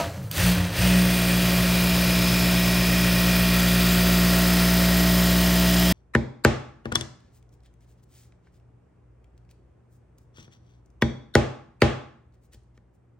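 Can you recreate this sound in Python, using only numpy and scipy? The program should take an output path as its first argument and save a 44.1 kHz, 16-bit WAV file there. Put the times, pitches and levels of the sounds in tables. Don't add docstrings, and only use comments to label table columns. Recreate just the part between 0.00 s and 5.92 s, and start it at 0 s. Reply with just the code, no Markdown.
import sys
import numpy as np
from scipy import signal
from scipy.fft import rfft, irfft
from scipy.io import wavfile
from scipy.ndimage import uniform_filter1d

SR = 44100
rng = np.random.default_rng(int(sys.argv[2]) if len(sys.argv) > 2 else 0)


def wav_out(sig):
    wavfile.write(sys.argv[1], SR, np.round(np.clip(np.atleast_2d(sig).T, -1, 1) * 32767).astype(np.int16))


def undo_db(level):
    steps = np.asarray(level, float) / 20
    return 10 ** steps


N = 261292

SHAFT_HZ, PATTERN_TURNS = 59.70, 7
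# time in seconds, deviation from set speed in percent.
SPEED_CURVE = [(0, -12), (.33, -12), (.44, 0), (.6, 0), (.76, -4), (.84, 2), (1.0, 1.5), (1.25, .25),
               (1.6, .03), (5.93, -.03)]
# time in seconds, level over running in dB.
UNBALANCE_CURVE = [(0, -8), (.08, -34), (.37, -15.5), (.4, -12), (.466, 2.5), (.516, 2), (.58, -5.5),
                   (.65, -4), (.774, -22), (.8, -8.5), (.842, 0.5), (.98, 4.5), (1.11, 0), (1.23, -3),
                   (1.3, -0.5), (2.2, -1.5), (3.8, -0.5), (5.93, 0)]
# time in seconds, level over running in dB.
EFFORT_CURVE = [(0, -1.5), (.06, -9.5), (.11, -16.5), (.2, -21), (.305, -27.5), (.318, -8.5), (.345, -6.5),
                (.38, 0.5), (.45, 3), (.55, -1), (.66, -5.5), (.72, -8), (.76, -2), (.83, 1), (1.04, -1.5),
                (1.3, -0.5), (2, -.5), (5.93, 0)]
# time in seconds, share of the way.
NEARING_CURVE = [(0, 0), (2.6, 0.21), (3.8, 0.82), (5.93, 1)]
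# switch closes, drive takes hold, pedal lifts, all in seconds.
PEDAL_PRESSES = [
    (.31, .38, 0.514),
    (0.766, .77, 7),
]
# frequency in Hz, level in dB, t60 in seconds.
KNOCK_MODES = [(677, -24, 0.29), (612, -22.5, 0.1), (504, -37, .2), (307, -32, 0.16), (1270, -31, 0.16),
               (950, -26, 0.13), (810, -30, .08), (205, -34, 0.26)]
# time in seconds, level in dB, frequency in Hz, time to ring down by
# about 33 dB in seconds.
TABLE_THUMPS = [(.005, -40, 172, 0.12), (0.031, -25.5, 87.5, 0.37), (.07, -27, 115.7, 0.34),
                (.17, -29, 188, 0.29), (0.181, -27, 130, 0.28), (.24, -29, 109.5, .3),
                (0.374, -18, 93.2, 0.32), (.575, -14.5, 91.5, 0.27), (.56, -29.5, 290, 0.47),
                (.7, -32, 60, 0.35), (.68, -23, 105, .3), (.785, -18, 101, 0.25)]
# frequency in Hz, width in Hz, level in dB.
TABLE_MODES = [(105, 32, -46.5), (138, 17, -46), (295.6, 18, -45), (551, 72, -42.5)]
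# level in dB, share of unbalance sag, lead in seconds, near gain in dB.
LOW_ORDERS_DRIVE = [
    (-31, 1.7, 0.033, 5),
    (-31.5, 1.2, 0.055, -0.2),
]
# lag in seconds, share of effort swing, smoothing in seconds, near gain in dB.
WHIRR_DRIVE = [
    (0.026, 0.51, 0.024, -3),
    (.001, 1.04, .002, 0.64),
    (.001, 1.02, .004, 1.5),
]
# frequency in Hz, density in dB per Hz.
FRICTION_SPECTRUM = [(30, -19), (60, -12), (100, -18.5), (180, -3.5), (260, -12.5), (420, -8), (600, -3.5),
                     (850, -9.5), (1500, -6), (5100, -7.5), (5700, -12.5), (7500, -12.5), (10500, -14),
                     (15800, -10)]
# frequency in Hz, width in Hz, gain in dB.
CASING_MODES = [(1920, 62, 2), (2440, 220, -1), (3290, 210, 2.5), (3900, 180, 1.5), (4200, 130, 0),
                (4450, 250, 1.5), (5500, 290, 0.5), (5860, 300, 1), (6130, 320, 5.5), (7300, 220, 0.5),
                (9300, 2000, 2), (10300, 450, -2), (13700, 1200, 0.5), (15830, 210, 9), (6630, 250, -2),
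                (7600, 250, -3), (13400, 400, 2), (14950, 500, 0), (14000, 150, 1)]
# frequency in Hz, level in dB.
REPEATING_SPECTRUM = [(200, -20), (700, -12), (1500, -10), (3000, -8), (5000, -6), (7000, -2), (10000, -2),
                      (12500, -4), (15000, -10)]
# place in turns, strength in dB, centre in Hz, decay in turns.
TURN_CONTACTS = [(.03, 2.5, 15000, .1), (.24, -1, 15000, .08), (.45, 4, 15000, .1), (.11, 2, 4500, .04),
                 (.57, 3, 4500, .07), (.85, 0, 4500, .07), (.24, 0, 1800, .1), (.36, 2, 1800, .05),
                 (.02, -4, 8000, .2), (.67, -3, 8000, .06)]
# frequency in Hz, share.
MEETING_SWING = [(500, .1), (2000, .12), (5000, .06), (9000, .03), (14000, .18)]
# multiple of shaft speed, level in dB.
LINKAGE_LINES = [(4, -40.5), (5, -36), (6, -46), (7, -46), (8, -51), (9, -50), (10, -46), (11, -38),
                 (12, -46), (15, -48), (17, -52), (18, -47), (19, -50), (20, -55), (21, -54), (22, -50),
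                 (23, -47), (24, -48), (25, -51), (26, -54), (27, -48), (28, -52), (29, -51), (30, -53),
                 (31, -47), (32, -43), (33, -50), (34, -53), (35, -47)]
# multiple of shaft speed, level in dB.
GEAR_LINES = [(37, -51), (38, -47), (40, -46), (41, -41), (42, -50), (43, -51), (44, -46), (45, -49),
              (46, -52), (47, -48), (48, -51), (49, -53), (50, -50), (52, -51), (53, -47), (56, -43),
              (58, -50), (60, -50), (64, -48), (66, -52), (67, -52), (76, -52), (80, -46), (82, -51),
              (84, -52), (85, -50), (86, -46), (87, -53), (88, -46), (104, -53)]
# multiple of hook speed, level in dB.
HOOK_LINES = [(4, -39), (6, -49), (19, -53), (20, -45), (22, -51), (26, -49), (32, -51), (37, -50),
              (41, -53), (44, -53), (50, -45), (52, -53), (53, -51), (57, -50)]
# multiple of the seven-turn pattern rate, level in dB.
MESH_LINES = [(32, -54), (34, -50), (60, -53), (64, -52), (65, -51), (76, -53), (158, -52), (199, -53),
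              (219, -55), (234, -52), (276, -49), (281, -53), (284, -47), (288, -54), (325, -54),
              (326, -54), (335, -54), (340, -48), (346, -55), (368, -51), (375, -53), (401, -54),
              (535, -55), (571, -54), (584, -53), (585, -54), (591, -54), (604, -54), (613, -54),
              (648, -55)]
# start in seconds, end in seconds, centre in Hz, width
# in Hz, gain in dB.
BAND_SHADES = [(6, 1.6, 13400, 600, 4.5), (0, 3.1, 12900, 360, 3.5), (3, 7, 14300, 900, 3.5),
               (1, 4.8, 10500, 500, 3), (3.5, 7, 7500, 260, 5), (2.1, 3.4, 5270, 470, 1.5),
               (5, 7, 4500, 120, 1), (1.5, 1.4, 1060, 46, 5.5), (1.8, 4, 2440, 120, 3),
               (1.8, 3.1, 6900, 400, 3), (2, 2.9, 9130, 500, 0), (0.2, 1.4, 9100, 1100, 3.5),
               (5, 7, 2600, 350, -3), (5, 7, 3300, 120, -2.5), (4, 7, 15200, 400, -1),
               (1, 2.2, 11800, 400, 3), (4, 7, 870, 390, 2), (.2, 1.5, 5130, 330, -4),
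               (-1, 0.23, 7000, 1700, 3.5), (-1, .3, 14500, 2500, -5.5), (3.5, 4.9, 1360, 170, 3),
               (2.5, 3.7, 1890, 120, 3), (-0.5, 2.7, 2640, 63, 2.5), (3.5, 7, 2450, 63, -3)]
# frequency in Hz, width in Hz, gain in dB.
SURGE_MODES = [(2780, 260, 8.2), (1820, 330, 4.7)]
# time in seconds, peak level in dB.
TICK_TIMES = [
    (.3131, -21),
    (.355, -28),
    (.38, -28),
]
# frequency in Hz, width in Hz, level in dB.
HOUSING_MODES = [(4200, 1200, -15), (8800, 800, -12.5), (14000, 900, -6)]
# frequency in Hz, level in dB, time shaken tight in seconds.
STAND_PARTS = [(72.4, -41.5, 3.5), (127.7, -39, 3.6)]

SURGE_S = 0.13
SAG_DB, PULL_LOW_DB, PULL_LAG_S = 1.5, 7.5, .05
THIRD_DB, THIRD_NEAR_DB = -21.5, 1.5
QUARTER_TURN = .25
COAST_DB, COAST_S, PULL_HISS_DB, HISS_FLOOR_DB = -6, .05, -2, -23
STAND_START_S, STAND_RISE_DB_PER_S, STAND_FADE_DB_PER_S = 1.32, 44, 9
ROOM_DB, ROOM_HZ = -42.5, 130


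def in_time(curve):
    s, value = np.transpose(curve)
    return np.interp(np.arange(N) / SR, s, value)


def at_hz(points, hz):
    point_hz, value = np.transpose(points)
    return np.interp(np.log(hz), np.log(point_hz), value)


def rms_one(x):
    return x / np.sqrt(np.mean(x ** 2) + 1e-20)


def drift(rate_hz):
    r = np.exp(-200 * np.pi * rate_hz / SR)
    white = rng.standard_normal(N // 100 + 2002)
    slow = signal.lfilter([1], [1, -2 * r, r * r], white)[2000:]
    return np.interp(np.arange(N) / 100, np.arange(len(slow)), rms_one(slow - slow.mean()))


def ring(x, hz, width_hz):
    r, w = np.exp(-np.pi * width_hz / SR), 2 * np.pi * hz / SR
    return signal.lfilter([0, np.sin(w)], [1, -2 * r * np.cos(w), r * r], x + 1e-18)


def click(s, db):
    return undo_db(db) * (np.arange(N) == round(s * SR))


def filtered(x, order, hz, kind):
    return signal.sosfilt(signal.butter(order, hz, kind, fs=SR, output="sos"), x)


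def shifted(x, lag_s):
    return np.interp(np.arange(N) - lag_s * SR, np.arange(N), x)


def pull_up(t):
    return sum(np.exp(-np.maximum(t - hold, 0) / SURGE_S) * (t > hold) for _, hold, _ in PEDAL_PRESSES)


def hum_levels():
    swing_db, near = in_time(UNBALANCE_CURVE), in_time(NEARING_CURVE)
    sag_db = np.minimum(swing_db + SAG_DB, 0)
    pull_db = PULL_LOW_DB * pull_up(np.arange(N) / SR - PULL_LAG_S)
    low = [db + np.maximum(share * shifted(sag_db, -lead_s), -30) + near_db * near + pull_db
           for db, share, lead_s, near_db in LOW_ORDERS_DRIVE]
    return low + [THIRD_DB + swing_db + THIRD_NEAR_DB * near]


def whirr_levels():
    t, effort_db, near = np.arange(N) / SR, in_time(EFFORT_CURVE), in_time(NEARING_CURVE)
    body, gears, hiss = (
        share * uniform_filter1d(shifted(effort_db, lag_s), 1 + int(abs(smooth_s) * SR)) + near_db * near
        for lag_s, share, smooth_s, near_db in WHIRR_DRIVE)
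    powered = sum((t > on) * np.clip(1 - (t - off) / COAST_S, 0, 1) for on, _, off in PEDAL_PRESSES)
    hiss = hiss + COAST_DB * (1 - powered) + PULL_HISS_DB * pull_up(t)
    hiss = 10 * np.log10(undo_db(2 * hiss) + undo_db(2 * HISS_FLOOR_DB))
    return np.array([body, gears, hiss])


def room():
    return undo_db(ROOM_DB) * rms_one(filtered(rng.standard_normal(N), 3, [65, ROOM_HZ], "band"))


def knock():
    return sum(ring(click(0.0012, db), hz, 2.0 / decay_s) for hz, db, decay_s in KNOCK_MODES)


def thumps():
    out = 0
    for s, db, hz, decay_s in TABLE_THUMPS:
        push = np.hanning(round(.6 * SR / hz)) * 3.0 * hz / SR
        out = out + ring(np.convolve(click(s, db), push)[:N], hz, 1.2 / decay_s)
    return out


def table_shake():
    shake = undo_db(whirr_levels()[0] - 0.5)
    out = 0
    for hz, width_hz, db in TABLE_MODES:
        once = ring(rng.standard_normal(N), hz, width_hz)
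        out = out + undo_db(db) * shake * rms_one(ring(once, hz, width_hz))
    return out


def shaft_hum(turns):
    phases = rng.random() * np.arange(1, 4) + [0, QUARTER_TURN, 0]
    return sum(np.sqrt(2) * undo_db(db + 0.29 * drift(2.6)) * np.sin(2 * np.pi * (k * turns + phase))
               for k, phase, db in zip((1, 2, 3), phases, hum_levels()))


def looped(turns, size):
    surface = np.resize(rng.standard_normal(size), size + 1)
    return rms_one(np.interp(turns % 1 * size, np.arange(size + 1), surface))


def contact_pulse(hz, place):
    return rms_one(1 + sum(undo_db(db) * np.exp(-((place - at) % 1) / decay - 8 * np.log(hz / centre) ** 2)
                           for at, db, centre, decay in TURN_CONTACTS))


def whirr(turns):
    levels = whirr_levels()
    levels -= levels[:, N // 2:].mean(axis=1, keepdims=True)
    white = rng.standard_normal((2, N))
    repeating = looped(turns, size=1400) + .5 * looped(turns / PATTERN_TURNS, size=9800)
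    meeting = np.sin(8 * np.pi * turns / PATTERN_TURNS)
    together = drift(40)
    place = np.arange(600) / 600
    index = (turns % 1 * len(place)).astype(int)
    edges, out = 40 * 2 ** np.arange(0, 9.1, 1 / 3), 0
    for k, (low, high) in enumerate(zip(edges, edges[1:])):
        hz = np.sqrt(low * high)
        source = white[k % 2] + undo_db(at_hz(REPEATING_SPECTRUM, hz)) * repeating
        band = filtered(source, 2, [low, high], "band")
        part = np.interp(np.log(hz), np.log([700, 3000, 11000]), [0, 1, 2])
        first = min(int(part), 1)
        level_db = levels[first] + (part - first) * (levels[first + 1] - levels[first])
        flicker_db = 0.43 * together + 0.38 * drift(10)
        swing = 1 + at_hz(MEETING_SWING, hz) * meeting
        out = out + band * swing * contact_pulse(hz, place)[index] * undo_db(level_db + flicker_db)
    hz = np.fft.rfftfreq(N, 1 / SR) + 1
    casing_db = sum(db / (1 + (2 * (hz - f) / width_hz) ** 2) for f, width_hz, db in CASING_MODES)
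    colour = undo_db(at_hz(FRICTION_SPECTRUM, hz) + casing_db)
    return undo_db(-26.5) * rms_one(irfft(rfft(out) * colour, N))


def orders(turns, lines, wobble_db, slip):
    gains = [undo_db(wobble_db * drift(0.62)) for _ in range(6)]
    slips = [slip * drift(4.0) for _ in range(5)]
    out = 0
    for i, (k, db) in enumerate(lines):
        phase = 2 * np.pi * (k * turns + rng.random()) + np.sqrt(k) * slips[i % 5]
        out = out + np.sqrt(2) * undo_db(db) * gains[i % 6] * np.sin(phase)
    return out


def gear_whine(turns):
    linkage = orders(turns, LINKAGE_LINES, wobble_db=.8, slip=.02)
    gears = undo_db(.8) * orders(turns, GEAR_LINES, wobble_db=1.2, slip=.03)
    hook = orders(turns * 11 / PATTERN_TURNS, HOOK_LINES, wobble_db=1.0, slip=.03)
    mesh = undo_db(0.2) * orders(turns / PATTERN_TURNS, MESH_LINES, wobble_db=1.5, slip=0.019)
    settled = np.interp(np.arange(N) / SR, [.7, .95], [.4, 1])
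    return undo_db(whirr_levels()[1] - 0.1) * settled * (linkage + gears + hook + mesh)


def shaded(x, patchy_db):
    hz, t, frames = signal.stft(x, SR, nperseg=1024)
    field = rng.standard_normal(frames.shape)
    for size, axis in ((7, 0), (7, 0), (60, 1), (60, 1)):
        field = uniform_filter1d(field, size, axis=axis)
    gain_db = patchy_db * rms_one(field) * np.clip(hz / 2000, 0, 1)[:, None]

    def bump(centre, width_hz):
        return np.exp(-.5 * (2 * (hz - centre) / width_hz) ** 2)

    for start, end, centre, width_hz, db in BAND_SHADES:
        held = 1 / (1 + np.exp((start - t) / 0.074)) / (1 + np.exp((t - end) / 0.11))
        gain_db += db * np.outer(bump(centre, width_hz), held)
    for centre, width_hz, db in SURGE_MODES:
        gain_db += db * np.outer(bump(centre, width_hz), pull_up(t))
    return signal.istft(frames * undo_db(gain_db), SR, nperseg=1024)[1][:N]


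def ticks():
    decay = np.exp(-1 / (.0014 * SR))
    fall = sum(signal.lfilter([1], [1, -decay], click(s, db) + 1e-18) for s, db in TICK_TIMES)
    crack = fall * rng.standard_normal(N)
    rung = sum(undo_db(db) * ring(crack, hz, width_hz) for hz, width_hz, db in HOUSING_MODES)
    return filtered(0.26 * crack + rung, 2, 2500, "high")


def stand():
    t = np.arange(N) / SR
    rise_db = STAND_RISE_DB_PER_S * np.minimum(t - STAND_START_S, 0)
    out = 0
    for hz, db, tight_s in STAND_PARTS:
        fade_db = STAND_FADE_DB_PER_S * np.maximum(t - tight_s, 0)
        level = np.sqrt(2) * undo_db(db + rise_db - fade_db + 1.8 * drift(1.3))
        out = out + level * np.sin(2 * np.pi * hz * t + 0.51 * drift(0.65))
    return out


def scene():
    speed = 1 + in_time(SPEED_CURVE) / 100 + .0002 * drift(3)
    turns = np.cumsum(SHAFT_HZ * speed) / SR
    wood = knock() + thumps() + table_shake()
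    mechanism = shaded(whirr(turns) + gear_whine(turns), patchy_db=.7)
    return np.tile(room() + wood + shaft_hum(turns) + mechanism + ticks() + stand(), (2, 1))


def low_pass(x):
    return signal.sosfilt(signal.butter(12, 16350, fs=SR, output="sos"), x)


def record(dry):
    x = filtered(dry, 2, 40, "high")
    x = signal.sosfilt(signal.ellip(12, .5, 55, 15750, fs=SR, output="sos"), x)
    return low_pass(x)


dry = scene()
out = record(dry)
wav_out(out)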